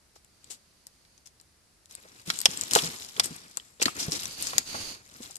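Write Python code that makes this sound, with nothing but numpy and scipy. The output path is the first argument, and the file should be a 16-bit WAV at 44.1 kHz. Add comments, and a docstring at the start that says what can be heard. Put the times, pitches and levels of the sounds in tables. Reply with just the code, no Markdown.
"""Someone with a small camera steps through dead brush beside a rusty wreck, in still outdoor air.
First come light swishes of dry stalks, soft footfalls, a few twigs and the faint slide of a sleeve.
From about 2.3 s the shoves grow hard, each swelling, holding and settling: stalks crackle, litter
crunches and twigs snap close by on the left, the loudest overloading the microphone. After 4.2 s
the sleeve hisses past the camera, and a last quiet step breaks a few thin twigs."""
import sys
import numpy as np
from scipy import signal
from scipy.fft import rfft, irfft
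from scipy.io import wavfile

SR = 44100
rng = np.random.default_rng(int(sys.argv[2]) if len(sys.argv) > 2 else 0)


def put_to_file(sound):
    """Save the sound as 16-bit audio at rate SR, in the file named by the first command-line argument."""
    columns = np.atleast_2d(sound).T  # one column per channel
    safe = np.clip(columns, -1, 1)
    whole_steps = np.round(safe * 32767)
    wavfile.write(sys.argv[1], SR, whole_steps.astype(np.int16))


N = 237258
TIME = np.arange(N) / SR


def gain_of(db):
    """Decibels to gain."""
    return 10 ** (np.asarray(db) / 20)


def unit_rms(x):
    """Scales to rms 1."""
    return x / np.sqrt(np.mean(x ** 2) + 1e-20)


def curve_at(points, hz):
    """Reads a curve on a log-frequency axis."""
    f, value = np.transpose(points)
    return np.interp(np.log(hz + 1), np.log(f + 1), value)


def add(mix, start, sound):
    """Drops a stereo sound into the mix, start seconds in."""
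    part = mix[:, max(round(start * SR), 0):][:, :sound.shape[1]]
    part += sound[:, :part.shape[1]]


def eq(x, points, size=2048):
    """Minimum-phase EQ: shapes the tone with no ringing ahead of an attack."""
    log_gain = np.log(gain_of(curve_at(points, abs(np.fft.fftfreq(size, 1 / SR)))))
    response = np.exp(np.conj(signal.hilbert(log_gain)))
    taps = np.fft.ifft(response).real[:size // 2]
    return signal.oaconvolve(x, taps[None], axes=1)[:, :x.shape[1]]


def resonate(x, hz, q):
    """One resonance with a peak gain of 1."""
    hz = min(hz, SR / 4)
    return signal.lfilter(*signal.iirpeak(hz, max(q, hz / (SR / 4)), fs=SR), x)


def stereo_noise(correlation, size):
    """White noise, wide at correlation 0 and mono at 1."""
    left, other = rng.standard_normal((2, size))
    shared = np.clip(correlation, -1, 1)
    right = irfft(shared * rfft(left) + np.sqrt(1 - shared ** 2) * rfft(other), size)
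    return np.array([left, right])


def flicker(hz, depth_db):
    """A randomly wandering gain of rms 1."""
    knots = rng.standard_normal(N)
    return unit_rms(gain_of(depth_db * np.interp(TIME * hz, np.arange(N), knots)))


def gesture(start, rise_s, hold_s, fade_s):
    """Envelope of one movement: it builds, holds and dies away."""
    t = TIME - start
    attack = np.clip(t / rise_s, 0, 1)
    return attack * np.exp(-np.maximum(t - rise_s - hold_s, 0) / fade_s)


# Stereo image of diffuse sound: f/Hz, left-right correlation
DIFFUSE_IMAGE = [(50, 0.91), (150, 0.7), (500, 0.45), (1400, 0.043), (3000, 0.2), (15000, 0)]
def diffuse():
    """Noise from all sides: nearly mono in the bass, wide in the treble."""
    return stereo_noise(curve_at(DIFFUSE_IMAGE, np.fft.rfftfreq(N, 1 / SR)), N)


# Tone of the outdoor bed: f/Hz, level/dB
AIR_EQ = [(25, -7), (60, 11), (120, 4), (250, 1), (500, -3.5), (1000, -6), (2000, -6.5), (3300, -10.5),
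          (4600, -5), (7000, -8.5), (10000, -8.5), (12500, -15.5)]
def air(level_db=-64):
    """The faint, even hush of a still day."""
    high_cut = signal.ellip(8, .5, 70, 13000, fs=SR, output="sos")
    hush = signal.sosfilt(high_cut, eq(diffuse(), AIR_EQ))
    return gain_of(level_db) * unit_rms(hush)


def crackle(per_s, spread_db, bands=16):
    """Countless tiny stalk fractures come in clumps, uneven in size and pitch."""
    out, t = np.zeros((2, N)), np.arange(256) / SR
    chance = per_s / bands / SR * flicker(hz=54.6, depth_db=2.5) ** 2
    for hz in np.geomspace(2200, 11000, bands):
        sizes = gain_of(spread_db * np.minimum(rng.exponential(1, N), 3.5))
        clicks = sizes * (rng.random(N) < chance)
        tear = stereo_noise(0.1, len(t)) * np.exp(-t / 0.0015)
        grain = unit_rms(resonate(tear, hz, q=3.5) + .15 * tear) * np.sqrt(hz)
        out += signal.oaconvolve(clicks[None], grain, axes=1)[:, :N]
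    return unit_rms(out)


# Bright, papery tone of dry stalks: f/Hz, level/dB
STALK_EQ = [(200, -18), (700, -4), (1200, -5), (2000, -5.5), (3200, -2.5), (5000, -1), (7500, 3.5),
            (9500, -2.5), (12000, -2.5), (14500, -12)]
def crunch(per_s, spread_db, hiss_db):
    """Fracturing stalks layered with the hiss of their rubbing, at rms 1."""
    grains = unit_rms(eq(crackle(per_s, spread_db), STALK_EQ))
    hiss = unit_rms(eq(stereo_noise(0.233, N), STALK_EQ)) * flicker(hz=127.6, depth_db=2.0)
    return unit_rms(grains + gain_of(hiss_db) * hiss)


# Tufts crushed or whipping back: t/s, level/dB (before trim), swell/s, decay/s, f/Hz
SWISH_CUES = [(0.153, -48, 0.0052, 0.018, 5370), (0.5, -29.5, 0.0087, 0.026, 7800),
              (1.256, -42, 0.0066, 0.017, 6300), (2.274, -51, 0.042, 0.02, 4440),
              (2.733, -20, 0.0093, 0.016, 7200), (2.753, -19, 0.00098, 0.037, 1050),
              (3.232, -22.5, 0.009, 0.023, 8100), (3.808, -17.5, 0.02, 0.017, 5100),
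              (3.857, -32, 0.0019, 0.041, 2500), (3.984, -25, 0.018, 0.055, 5770),
              (4.118, -24.5, 0.0043, 0.026, 5800), (4.416, -31.5, 0.016, 0.096, 7050)]
def swishes(trim_db=-1.0):
    """A whole tuft gives way at once in a dense crunch that swells, dies and stops."""
    out, t = np.zeros((2, N)), np.arange(SR // 4) / SR
    dense = crunch(per_s=2900, spread_db=2, hiss_db=5)
    for start, db, swell, decay, hz in SWISH_CUES:
        tuft = dense[:, round(start * SR):][:, :len(t)]
        tuft = unit_rms(resonate(tuft, hz, q=3.1) + 0.62 * tuft)
        attack = np.minimum(t / swell, 1)
        release = np.exp(-t / decay - (t / (2.6 * decay)) ** 4)
        add(out, start, gain_of(db + trim_db) * tuft * attack * release)
    return out


# Footfalls and heavy sticks knocking on the ground: t/s, level/dB, f/Hz, swell/ms
THUD_CUES = [ (.16, -48.5, 675, 1.1), (.501, -53.5, 397, 2.6), (2.05, -51.5, 534, 4.2),
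             (2.276, -36, 170.5, 5.3), (2.458, -27.5, 615, 3), (2.485, -37, 166, 4.5), (2.711, -44, 318, 5),
             (2.7596, -14, 487, 1.93), (2.772, -31.5, 382, 4.7), (2.822, -38, 165.7, 22.5),
             (3.178, -41, 477, 4.7), (3.197, -31, 767, 2.5), (3.249, -47.5, 262, 13),
             (3.304, -38.5, 162, 7.9), (3.5715, -38, 980, 1.84), (3.798, -39, 477, 3.3),
             (3.818, -30, 382, 3.3), (3.86, -25, 246, 2.6), (4.081, -27.5, 153.6, 4.6),
             (4.12, -39, 288, 10.4), (4.532, -30.5, 866, 2.1), (4.743, -34.5, 820, 5.1),
             (5.203, -40.5, 227, 3.6), (5.294, -52.5, 667, 6.44)]
def thuds(soft_hz=164, size=4096):
    """Soft ground answers each blow with a few damped cycles and a slightly higher scuff."""
    out, t = np.zeros((2, N)), np.arange(size) / SR
    for start, db, hz, swell_ms in THUD_CUES:
        age = t * 1000 / swell_ms
        force = age * np.exp(1 - age)
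        bump_share = np.clip(0.56 * (soft_hz / hz) ** 0.78, 0, 1)  # high blows are mostly scuff
        bump = np.sqrt(2 * bump_share) * np.sin(2 * np.pi * hz * t)
        scuff = resonate(stereo_noise(0.85, size), 1.1 * hz, q=0.75)
        scuff = unit_rms(resonate(scuff, 1.1 * hz, q=0.75))
        blow = force * (bump + np.sqrt(1 - bump_share) * scuff)
        add(out, start, gain_of(db) * blow * np.linalg.norm(force) / np.linalg.norm(blow[0]))
    return out


# Tone of cracking wood: f/Hz, level/dB
WOOD_EQ = [(100, -10.5), (400, 5), (1000, 4.5), (1800, 4), (3000, 0), (5000, -0.5), (8000, 3), (11000, 0),
           (15000, 0.5)]
# Bending modes of a stick: multiple of its pitch, Q, level/dB
STICK_MODES = [(0.654, 10, -4), (1.069, 11, 5), (1.53, 22, -2)]
def snap(db, hz, tear_ms, trim_db=2.0, thick_hz=5400, thin_span_hz=1980, size=2048):
    """Fibres tear in a burst lasting milliseconds and set the stick's bending modes ringing."""
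    t_ms = np.arange(size) / SR * 1000
    fade = np.exp(-t_ms / tear_ms)
    tear = stereo_noise(0.76, size) * (fade + 0.039 * np.exp(-t_ms / 7.1))
    ring = sum(gain_of(mode_db) * resonate(tear, hz * ratio, q) for ratio, q, mode_db in STICK_MODES)
    crack = resonate(tear, hz, q=2.34) + ring + 0.1 * tear
    thinness = np.clip((hz - thick_hz) / thin_span_hz, 0, 1)  # thin twigs click on one narrow band
    crack = eq(crack + 0.59 * thinness * resonate(crack, hz, q=9.9), WOOD_EQ)
    return gain_of(db + trim_db) * crack * np.linalg.norm(fade) / np.linalg.norm(crack[0])


# Breaking twigs: t/s, level/dB (before trim), f/Hz, tear/ms
TWIG_CUES = [ (.2469, -42, 7000, 0.52), (0.4432, -38, 6940, 1.3), (0.8686, -31, 7600, 0.84),
             (1.05, -55, 3640, 2.4), (1.178, -48, 5800, 2.4), (1.2719, -38.5, 6100, 1.2),
             (1.3998, -46, 4800, 1.5), (1.412, -43, 7800, 1.7), (1.8578, -36, 7060, 0.28),
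             (1.9106, -36, 5760, .9), (1.952, -23.5, 7260, 0.61), (2.1977, -43, 4500, 1),
             (2.3013, -19, 2150, 1.9), (2.3022, -15.5, 3600, 1.1), (2.3887, -15, 7350, 0.79),
             (2.4039, -14.5, 7300, 0.39), (2.4153, -11.5, 7200, 0.29), (2.4562, -4.5, 5070, 2.24),
             (2.458, -11.5, 2990, 2.1), (2.574, -19, 7300, 1.2), (2.6115, -10, 7140, 0.54),
             (2.636, -19, 6850, 0.94), (2.7108, -18, 5450, 1.4), (2.7173, -24, 5700, 1.5),
             (2.7346, -7.5, 7130, 0.88), (2.7518, -4, 6640, 0.98), (2.7599, -10, 890, 1),
             (2.788, -22.5, 3070, 8.3), (3.022, -35, 5550, 1.8), (3.166, -35, 3020, 2.6),
             (3.197, -9.5, 4870, 2.7), (3.2015, -12.5, 3260, 0.76), (3.244, -18.5, 8400, 0.9),
             (3.258, -19.5, 8100, 1.5), (3.364, -26.5, 7240, 0.47), (3.5718, -15, 7400, 1.17),
             (3.5985, -38.5, 3000, 1.6), (3.798, -41, 3430, 11), (3.8172, -24.5, 2310, 6.7),
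             (3.822, -17, 7550, 2.9), (3.8262, -8.5, 7000, 1.3), (3.8324, -12.5, 4900, 0.48),
             (3.8561, -14.5, 4100, 3.4), (3.857, -18, 1670, 1.2), (3.8816, -16.5, 1145, 1.54),
             (4.029, -26.5, 4870, 1.7), (4.1204, -16.5, 6070, .75), (4.2552, -21, 5700, 1.7),
             (4.425, -11, 9700, 0.29), (4.4698, -21.5, 5000, 2), (4.5817, -4, 6440, 1.4),
             (5.2412, -53, 6600, 0.52), (5.3143, -35.5, 6950, 0.61), (5.3563, -28, 7400, 1.7),
             (5.3668, -31, 7300, 1.4)]
def twigs():
    """The foreground cracks: thick sticks break low, thin twigs high."""
    out = np.zeros((2, N))
    for start, db, hz, tear_ms in TWIG_CUES:
        add(out, start, snap(db, hz, tear_ms))
    return out


# Tone of the cloth at the left and right microphones: f/Hz, level/dB
CLOTH_LEFT_EQ = [(60, -6), (250, -5), (900, -11.5), (1800, -8.5), (2700, -3), (3900, -7), (4600, -1),
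                 (5800, -2), (6550, 3.5), (7300, -7), (10000, -5.5), (14500, -16)]
CLOTH_RIGHT_EQ = [(60, -2), (250, -3), (900, -4.5), (2100, -10), (2650, 0), (3500, -2.5), (4150, 3.5),
                  (4550, 11.5), (5700, -7), (6400, 2.5), (7200, -6), (14500, -19)]
# Sleeve passes: t/s, hold/s, level/dB
SLEEVE_CUES = [(.3, 0.84, -69.5), (4.25, 0.087, -45), (4.36, 0.2, -41.5), (4.648, 0.23, -37.5)]
def sleeve(rise_s=0.041, fade_s=0.031):
    """Cloth slides close to the camera, hissing in a few narrow resonances."""
    rub = diffuse() * flicker(hz=90.7, depth_db=1.5)
    cloth = np.vstack([eq(rub[:1], CLOTH_LEFT_EQ), eq(rub[1:], CLOTH_RIGHT_EQ)])
    passes = sum(gain_of(db) * gesture(start, rise_s, hold, fade_s) for start, hold, db in SLEEVE_CUES)
    return unit_rms(cloth) * passes


# Steps into the brush: t/s, rise/s, hold/s, settle/s, stalk level/dB, litter level/dB (before trims)
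SHOVE_CUES = [ (.4, 0.11, 0.026, 0.032, -58, -59.5), (1.889, 0.01, 0.015, 0.18, -55, -59),
              (1.98, 0.21, 0.027, 0.045, -57, -59), (2.252, 0.027, 0.046, 0.18, -38.5, -47.5),
              (2.455, 0.052, 0.034, 0.23, -41.5, -44), (2.69, 0.064, 0.086, 0.093, -35, -37.5),
              (2.98, 0.029, 0.0067, 0.12, -49, -85), (3.158, 0.019, 0.05, 0.23, -47.5, -47),
              (3.811, 0.049, 0.023, 0.021, -42, -39), (3.945, 0.015, 0.095, 0.093, -41, -43.5),
              (4.108, 0.0084, 0.086, 0.13, -38, -47), (4.37, 0.051, 0.084, 0.014, -39, -47.5),
              (4.51, 0.037, .02, 0.075, -59, -42.5), (4.7, .06, 0.012, 0.12, -63, -42),
              (4.98, 0.21, 0.14, 0.029, -50, -59), (5.21, 0.025, 0.029, 0.021, -49, -59.5)]
def shoves():
    """Two fader rides summed over all shoves: the push on the stalks and the weight on the litter."""
    return sum(gain_of([[stalks_db], [litter_db]]) * gesture(start, rise, hold, settle)
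               for start, rise, hold, settle, stalks_db, litter_db in SHOVE_CUES)


def stalks(push, trim_db=1.6):
    """Dry stalks crackle against each other as hard as they are pushed."""
    return gain_of(trim_db) * push * crunch(per_s=1200, spread_db=5.2, hiss_db=-3)


# Dark tone of the ground underfoot: f/Hz, level/dB
LITTER_EQ = [(30, -26), (95, -4), (160, -4.5), (300, -4), (500, -10.5), (800, -12.5), (1300, -8.5),
             (2500, -10.5), (6000, -66.5)]
def litter(weight, trim_db=-2):
    """Leaf litter and soil crunch dully under the walker's weight."""
    leaves = unit_rms(eq(stereo_noise(0.83, N), LITTER_EQ)) * flicker(hz=64.57, depth_db=4.0)
    return gain_of(trim_db) * leaves * weight


def splinters(push, per_s=30, spread_db=5.5, range_hz=(4050, 7800)):
    """Small twigs break at random moments, as loudly as the brush is pushed."""
    out = np.zeros((2, N))
    for when, size, pitch in rng.random((int(per_s * N / SR), 3)):
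        at = int(when * N)
        db = 4 + spread_db * (2 * size - 1)
        hz = np.interp(pitch, [0, 1], range_hz)
        add(out, at / SR, push[at] * snap(db, hz, tear_ms=0.48))
    return out


def thicket(x, near_db, near_s, far_db, far_s):
    """Nearby metal and trunks scatter the sound at once; the wood beyond adds a faint tail."""
    t = np.arange(SR // 2) / SR
    near = rng.standard_normal((2, len(t))) * np.exp(-t / near_s) * (t > .0025)
    far = rng.standard_normal((2, len(t))) * np.exp(-t / far_s) * (t > .012)
    early = gain_of(near_db) * near / np.linalg.norm(near[0])
    tail = gain_of(far_db) * far / np.linalg.norm(far[0])
    return x + signal.fftconvolve(x, early + tail, axes=1)[:, :N]


# Shading of the right microphone, which faces away from the brush: f/Hz, level/dB against the left
OFF_AXIS_EQ = [(100, 0), (1000, -1), (2500, -0.5), (4200, 3), (5400, 2.5), (6500, -15), (8000, -13.5),
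               (12000, -8.5), (15000, -24.5)]
def place_left(brush, lag_samples=13):
    """The brush reaches the right microphone slightly later and duller than the left."""
    right = np.roll(eq(brush[1:], OFF_AXIS_EQ), lag_samples, axis=1)
    return np.vstack([brush[:1], right])


def scene():
    """The mix: hits with reverb and dry rustle to the left, the sleeve up close, air underneath."""
    push, weight = shoves()
    hits = twigs() + thuds() + splinters(push)
    hits = thicket(hits, near_db=-12, near_s=0.0048, far_db=-21.5, far_s=0.2)
    brush = hits + stalks(push) + swishes() + litter(weight)
    return place_left(brush) + sleeve() + air()


def record(dry, high_cut_hz=14600):
    """The loudest cracks overload and flatten; a steep high cut follows."""
    overloaded = np.clip(dry, -1, 1)
    high_cut = signal.firwin(127, high_cut_hz, window=("kaiser", 7), fs=SR)
    return signal.oaconvolve(overloaded, high_cut[None], "same")


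dry = scene()
out = record(dry)
put_to_file(out)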